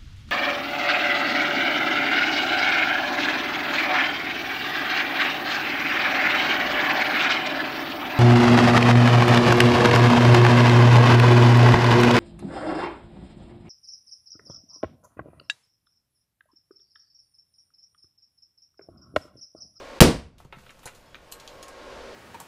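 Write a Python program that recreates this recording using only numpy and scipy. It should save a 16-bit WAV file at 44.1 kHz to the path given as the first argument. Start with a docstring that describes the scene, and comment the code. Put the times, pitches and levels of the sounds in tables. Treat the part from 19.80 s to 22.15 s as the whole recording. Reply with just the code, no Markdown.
"""A rifle bullet bursts a drink can in front of a dirt bank beside a block wall. The crack, the muzzle
blast and its reflection overload the microphone and ring between the walls. Then spray patters down,
grit taps and scraps of can knock, ping and clink. The recorder's gain control ducks at the shot and
slowly lets a steady fan-like rush come back."""
import sys
import numpy as np
from scipy import signal
from scipy.fft import rfft, irfft
from scipy.io import wavfile
from scipy.ndimage import uniform_filter1d

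SR = 44100
rng = np.random.default_rng(int(sys.argv[2]) if len(sys.argv) > 2 else 0)


def materialize(psi):
    """Save the field psi as 16-bit PCM at rate SR to the path in sys.argv[1].

    A 1-D psi becomes a single channel; in a 2-D psi each row is a channel.
    """
    bounded = np.clip(np.atleast_2d(psi).T, -1, 1)
    quanta = np.round(bounded * 32767).astype(np.int16)
    wavfile.write(sys.argv[1], SR, quanta)


N = 103635


def undb(db):
    """Decibels to gain."""
    return 10 ** (np.asarray(db) / 20)


def since(start):
    """Seconds since a moment."""
    return np.arange(N) / SR - start


def noise():
    """White noise."""
    return rng.standard_normal(N)


def fade(start, t60):
    """Hard attack, then a decay of 60 dB in t60 seconds."""
    t = since(start)
    return (t >= 0) * np.exp(-np.log(1000) * np.maximum(t, 0) / max(t60, 1e-3))


def ring(start, hz, t60):
    """One struck mode."""
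    return fade(start, t60) * np.sin(2 * np.pi * hz * since(start))


def colour(x, points, peaks=()):
    """EQ a sound with a curve and narrow resonances; rms 1."""
    hz = np.fft.rfftfreq(N, 1 / SR)
    point_hz, point_db = np.array(points).T
    db = np.interp(np.log(hz + 1), np.log(point_hz), point_db)
    for centre, width, lift in peaks:
        db += lift / (1 + (2 * (hz - centre) / width) ** 2)
    shaped = irfft(rfft(x) * undb(db), N)
    return shaped / np.sqrt(np.mean(shaped ** 2))


def band(x, low_hz, high_hz, order=4):
    """Band-pass that keeps the rms of white noise."""
    sos = signal.butter(order, [low_hz, high_hz], "band", fs=SR, output="sos")
    return signal.sosfilt(sos, x + 1e-18) * np.sqrt(SR / 2 / (high_hz - low_hz))


# Tone of the rush. Each row: frequency in Hz, level in dB.
RUSH_EQ = [(12, -37), (20, -5.5), (49, -6.5), (135, -19), (185, -18), (245, -10.5), (387, -8), (421, -14),
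           (540, -3), (796, -11.5), (1050, -11.5), (1640, -15.5), (5090, -24), (15000, -48)]
# Its resonances. Each row: centre in Hz, width in Hz, lift in dB.
RUSH_PEAKS = [(392, 13, 7), (473, 30, 9.5), (539, 7, 10), (584, 6.8, 6.5), (897, 18, 10), (1083, 26, 11),
              (1434, 7.3, 9.5), (1612, 11, 15), (2300, 18, 7.5)]
def rush():
    """A steady, fan-like bed of dark noise with narrow resonances."""
    return undb(-42) * colour(noise(), RUSH_EQ, RUSH_PEAKS)


CRACK_S, BLAST_S, REFLECTION_S = .2047, .2122, .2165
# Crack, muzzle blast and reflection. Each row: start in seconds, peak in dB, length in seconds.
SHOCK_WAVES = [(CRACK_S, 32, 0.00045), (BLAST_S, 37, 0.0038), (REFLECTION_S, 46, .0058)]
def rifle_shot():
    """Each shock is an N-shaped wave: pressure jumps, ramps down through zero and snaps back."""
    out = np.zeros(N)
    for start, db, length in SHOCK_WAVES:
        progress = since(start) / length
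        out += undb(db) * (1 - 2 * progress) * ((progress >= 0) & (progress < 1))
    return out


TOP_HZ = 15300  # top of the hiss and of the final mix
# Tone of the bursting can. Each row: frequency in Hz, level in dB.
BURST_EQ = [(35, -38), (60, -6.5), (276, -6.5), (1180, -8), (2360, -18.5), (2980, -5.5), (3500, -14.5),
            (7000, -18), (15000, -26.5)]
def can_burst():
    """The can tears open with a short roar and its contents hiss out."""
    roar = undb(25.5) * fade(.205, t60=.09) * colour(noise(), BURST_EQ)
    hiss = undb(17) * fade(.2098, t60=.08) * band(noise(), 3970, TOP_HZ, order=2)
    return roar + hiss


# Reverb of the shot by octave. Each row: centre in Hz, level in dB, t60 in seconds.
REVERB_BANDS = [(30, 1, 0.46), (61, 13.5, 0.39), (126, 14.5, .35), (248, 20, 0.31), (480, 20.5, 0.27),
                (916, 9.5, 0.32), (1930, 12, .31), (3870, 14, .29), (6954, 10, 0.27), (12500, 1, 0.225)]
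# Resonances between the walls. Each row: pitch in Hz, level in dB.
WALL_RESONANCES = [(52, 11.5), (162, 17), (233, 14), (355, 11), (465, 16.5), (575, 4), (742, 3.5),
                   (962, 6.5), (1144, 3.5)]
# Slapback from farther surfaces. Each row: start in seconds, level in dB.
SLAPBACKS = [(0.247, 11), (.286, 7.5), (.305, 6.5)]
def wall_echoes(onset_s=.21, attack_s=.001):
    """The blast dies between wall and bank, treble first, with resonances, dull slaps and a rumble."""
    out = undb(-24.5) * fade(onset_s, t60=2.79) * band(noise(), 30, 177, order=2)  # long low rumble
    for hz, db, t60 in REVERB_BANDS:
        octave = band(noise(), hz / np.sqrt(2), hz * np.sqrt(2), order=3)
        out += undb(db) * fade(onset_s, t60) * octave
    for hz, db in WALL_RESONANCES:
        out += undb(db) * ring(onset_s + rng.random() / hz, hz, t60=.31)
    for start, db in SLAPBACKS:
        out += undb(db) * fade(start, t60=.12) * band(noise(), 85, 520, order=2)
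    attack = 1 - np.exp(-np.maximum(since(onset_s), 0) / attack_s)
    return out * attack


# Envelope of the spray. Each row: time in seconds, level in dB.
SPRAY_ENVELOPE = [(.56, -72.5), (0.599, -32.5), (.70, -52.5), (.79, -34.5), (.92, -40.5), (1.15, -42.5),
                  (1.35, -53), (1.7, -49.5), (2.101, -79)]
# Its tone. Each row: frequency in Hz, level in dB.
SPRAY_EQ = [(300, 1), (900, -1), (3000, -3.5), (6000, -10.5), (10000, -13), (15000, -16.5)]
def spray(drops_per_s=6000, low_hz=400, high_hz=15000, t60=.004, spread_db=9.5):
    """Fine drops of many sizes patter on dirt and scraps, each a tiny ring at its own pitch."""
    when, pitch, size = rng.random((int(drops_per_s * N / SR), 3)).T[:, :, None]
    age = np.arange(int(t60 * SR))
    hz = low_hz + pitch * (high_hz - low_hz)
    decay = np.exp(-np.log(1000) * age / len(age))
    drops = undb(spread_db * size) * np.sin(2 * np.pi * hz / SR * age) * decay
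    positions = (when * N).astype(int) + age
    patter = np.bincount(positions.ravel(), drops.ravel(), N)[:N]
    level_db = np.interp(since(0), *np.array(SPRAY_ENVELOPE).T)
    return colour(patter, SPRAY_EQ) * undb(level_db)


# Edges of the six tap bands in Hz, low to high.
BAND_EDGES = [330, 1300, 2600, 4000, 7000, 11000, 15500]
# Scraps and grit landing. Each row: start in seconds, six band levels in dB, t60 in seconds,
# click level in dB relative to the rattle.
SCRAP_TAPS = [(.582, -43, -43, -33, -36, -38.5, -43, 0.068, -10),
              (0.6023, -20, -37, -43, -45, -50, -54, 0.031, -7),
              (.648, -26.5, -41, -44, -40, -48, -54, 0.05, -6),
              (.725, -18.5, -18.5, -26.5, -52, -50, -54, 0.071, 7),
              (0.785, -32, -39, -45.5, -41, -49.5, -55.5, 0.066, -10),
              (0.864, -33, -34, -32, -57, -55, -54, 0.0535, -5),
              (0.8931, -38, -29.5, -32, -48, -53, -52, 0.057, -12),
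              (.905, -45, -30, -47, -36.5, -39.5, -53, 0.044, -3),
              (.992, -37.5, -48, -51, -39.5, -43, -48.5, 0.041, -7),
              (1.031, -35, -36, -36, -62, -42, -44, 0.081, -2),
              (1.056, -22, -39, -31, -24, -23.5, -37, 0.058, -6),
              (1.0642, -22, -29, -46, -35, -26.5, -37, 0.045, -9),
              (1.074, -30, -24.5, -32, -38, -48, -52, 0.088, 5),
              (1.148, -39.5, -55, -47, -43, -43.5, -51, 0.13, -10),
              (1.345, -36, -27.5, -32.5, -46, -61, -60, 0.021, 11),
              (1.353, -53.5, -28, -43, -45, -66, -53, 0.029, 0),
              (1.516, -50, -51, -57, -43, -38, -48, 0.035, -5),
              (1.522, -45, -42, -40, -36, -32, -33.5, 0.032, -3),
              (1.599, -61, -48, -41.5, -40.5, -48, -53, 0.049, -7),
              (1.6765, -56, -50, -33.5, -38.5, -47, -55, 0.024, 9),
              (1.827, -56, -45, -49, -45, -44.5, -52, 0.057, -5),
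              (1.882, -51, -53, -59, -49, -46, -56, 0.053, -2)]
def scraps():
    """Each piece lands with a click and a brief rattle."""
    drive = np.zeros((len(BAND_EDGES) - 1, N))
    for start, *band_dbs, t60, click_db in SCRAP_TAPS:
        click = undb(click_db) * fade(start, t60=.001)
        tap = noise() * (click + fade(start, t60))
        drive += undb(band_dbs)[:, None] * tap
    return sum(band(x, low, high) for x, low, high in zip(drive, BAND_EDGES, BAND_EDGES[1:]))


# Lumps landing. Each row: start in seconds, level in dB, pitch in Hz.
LUMP_THUDS = [(.652, -12, 156), (0.771, -12.5, 171.5), (1.058, -15, 89)]
def lumps():
    """Soft lumps thud, each one low, heavily damped mode."""
    return sum(undb(db) * ring(start, hz, t60=.03) for start, db, hz in LUMP_THUDS)


def clank(start, hz, t60, width_hz=70):
    """One struck mode of crumpled metal, which never holds a pitch."""
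    wander = np.cumsum(noise()) * np.sqrt(2 * np.pi * width_hz / SR)
    return fade(start, t60) * np.sin(2 * np.pi * hz * since(start) + wander)


# Knocks of a large piece of can. Each row: start in seconds, level in dB.
KNOCK_HITS = [(.7252, -24.5), (.7605, -34), (0.7831, -33.5)]
# Its hollow modes. Each row: pitch in Hz, relative level in dB, t60 in seconds.
HOLLOW_MODES = [(886, -2.5, 0.11), (1168, -6, 0.073), (1507, -1.5, 0.042), (1870, 1, 0.076),
                (2230, -2, 0.07), (2590, -4, .05), (3430, -6, .06)]
def can_knocks():
    """A large piece of can lands hollowly and rocks to rest."""
    return sum(undb(db + mode_db) * clank(start, hz, t60)
               for start, db in KNOCK_HITS for hz, mode_db, t60 in HOLLOW_MODES)


# Touches on a small piece of metal. Each row: start in seconds, level in dB.
PING_HITS = [(1.147, -55), (1.259, -51), (1.301, -53)]
# Its modes. Each row: pitch in Hz, relative level in dB.
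SHARD_MODES = [(3338, -1), (4344, -3), (5200, -1.5), (6896, -7), (11143, -21)]
def shard_pings():
    """Light touches leave a small piece of metal singing."""
    return sum(undb(db + mode_db) * ring(start + rng.random() / hz, hz, t60=.33)
               for start, db in PING_HITS for hz, mode_db in SHARD_MODES)


# Starts of the three clinks in seconds.
CLINK_STARTS = [1.5222, 1.6763, 1.828]
# Modes of the torn can. Each row: pitch in Hz, then level in dB at each clink.
CLINK_MODES = [(2900, -31.5, -58, -47), (3210, -52, -40, -42), (3440, -62, -39, -53),
               (4200, -31, -41, -43.5), (4570, -38, -37, -55), (5000, -54, -50, -44), (6660, -42, -52, -39),
               (7140, -38, -56, -49), (8250, -31, -64, -54), (11450, -34, -58, -52), (12350, -34, -66, -64)]
def can_clinks():
    """The torn can rings with a different mix of modes on each side it lands on."""
    return sum(undb(db) * clank(start, hz, t60=.055)
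               for hz, *dbs in CLINK_MODES for start, db in zip(CLINK_STARTS, dbs))


def scene():
    """Over the rush: the shot, the burst and their echoes, then debris with a short reverb."""
    debris = scraps() + lumps() + can_knocks() + can_clinks() + shard_pings() + spray()
    tail = noise() * fade(.003, t60=.14)
    reverb = undb(-6) * signal.fftconvolve(debris, tail / np.linalg.norm(tail))[:N]
    return (rush() + rifle_shot() + can_burst() + wall_echoes() + debris + reverb)[None]


# Tone of the recorder's own faint rumble. Each row: frequency in Hz, level in dB.
SELF_NOISE_EQ = [(20, 1), (80, -2), (170, -12), (400, -17.5), (2000, -52)]
def record(dry):
    """Gain control ducks at once and recovers slowly; what is still too loud clips; the top is cut."""
    threshold_db, max_cut_db, recover_db_per_s, lookahead_s = -19, 31, 17, .0084
    t = since(0)
    level_db = 20 * np.log10(np.abs(dry[0]) + 1e-9)
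    over_db = np.clip(level_db - threshold_db, 0, max_cut_db)
    release_db = recover_db_per_s * t
    cut_db = np.maximum.accumulate(over_db + release_db) - release_db
    early_cut_db = np.interp(t + lookahead_s, t, cut_db)
    gain = undb(-uniform_filter1d(early_cut_db, int(lookahead_s * SR)))
    self_noise = undb(-64) * colour(noise(), SELF_NOISE_EQ)
    clipped = np.clip(dry * gain + self_noise, -1, 1)
    high_cut = signal.ellip(12, .1, 90, TOP_HZ, fs=SR, output="sos")
    return signal.sosfilt(high_cut, clipped)


dry = scene()
out = record(dry)
materialize(out)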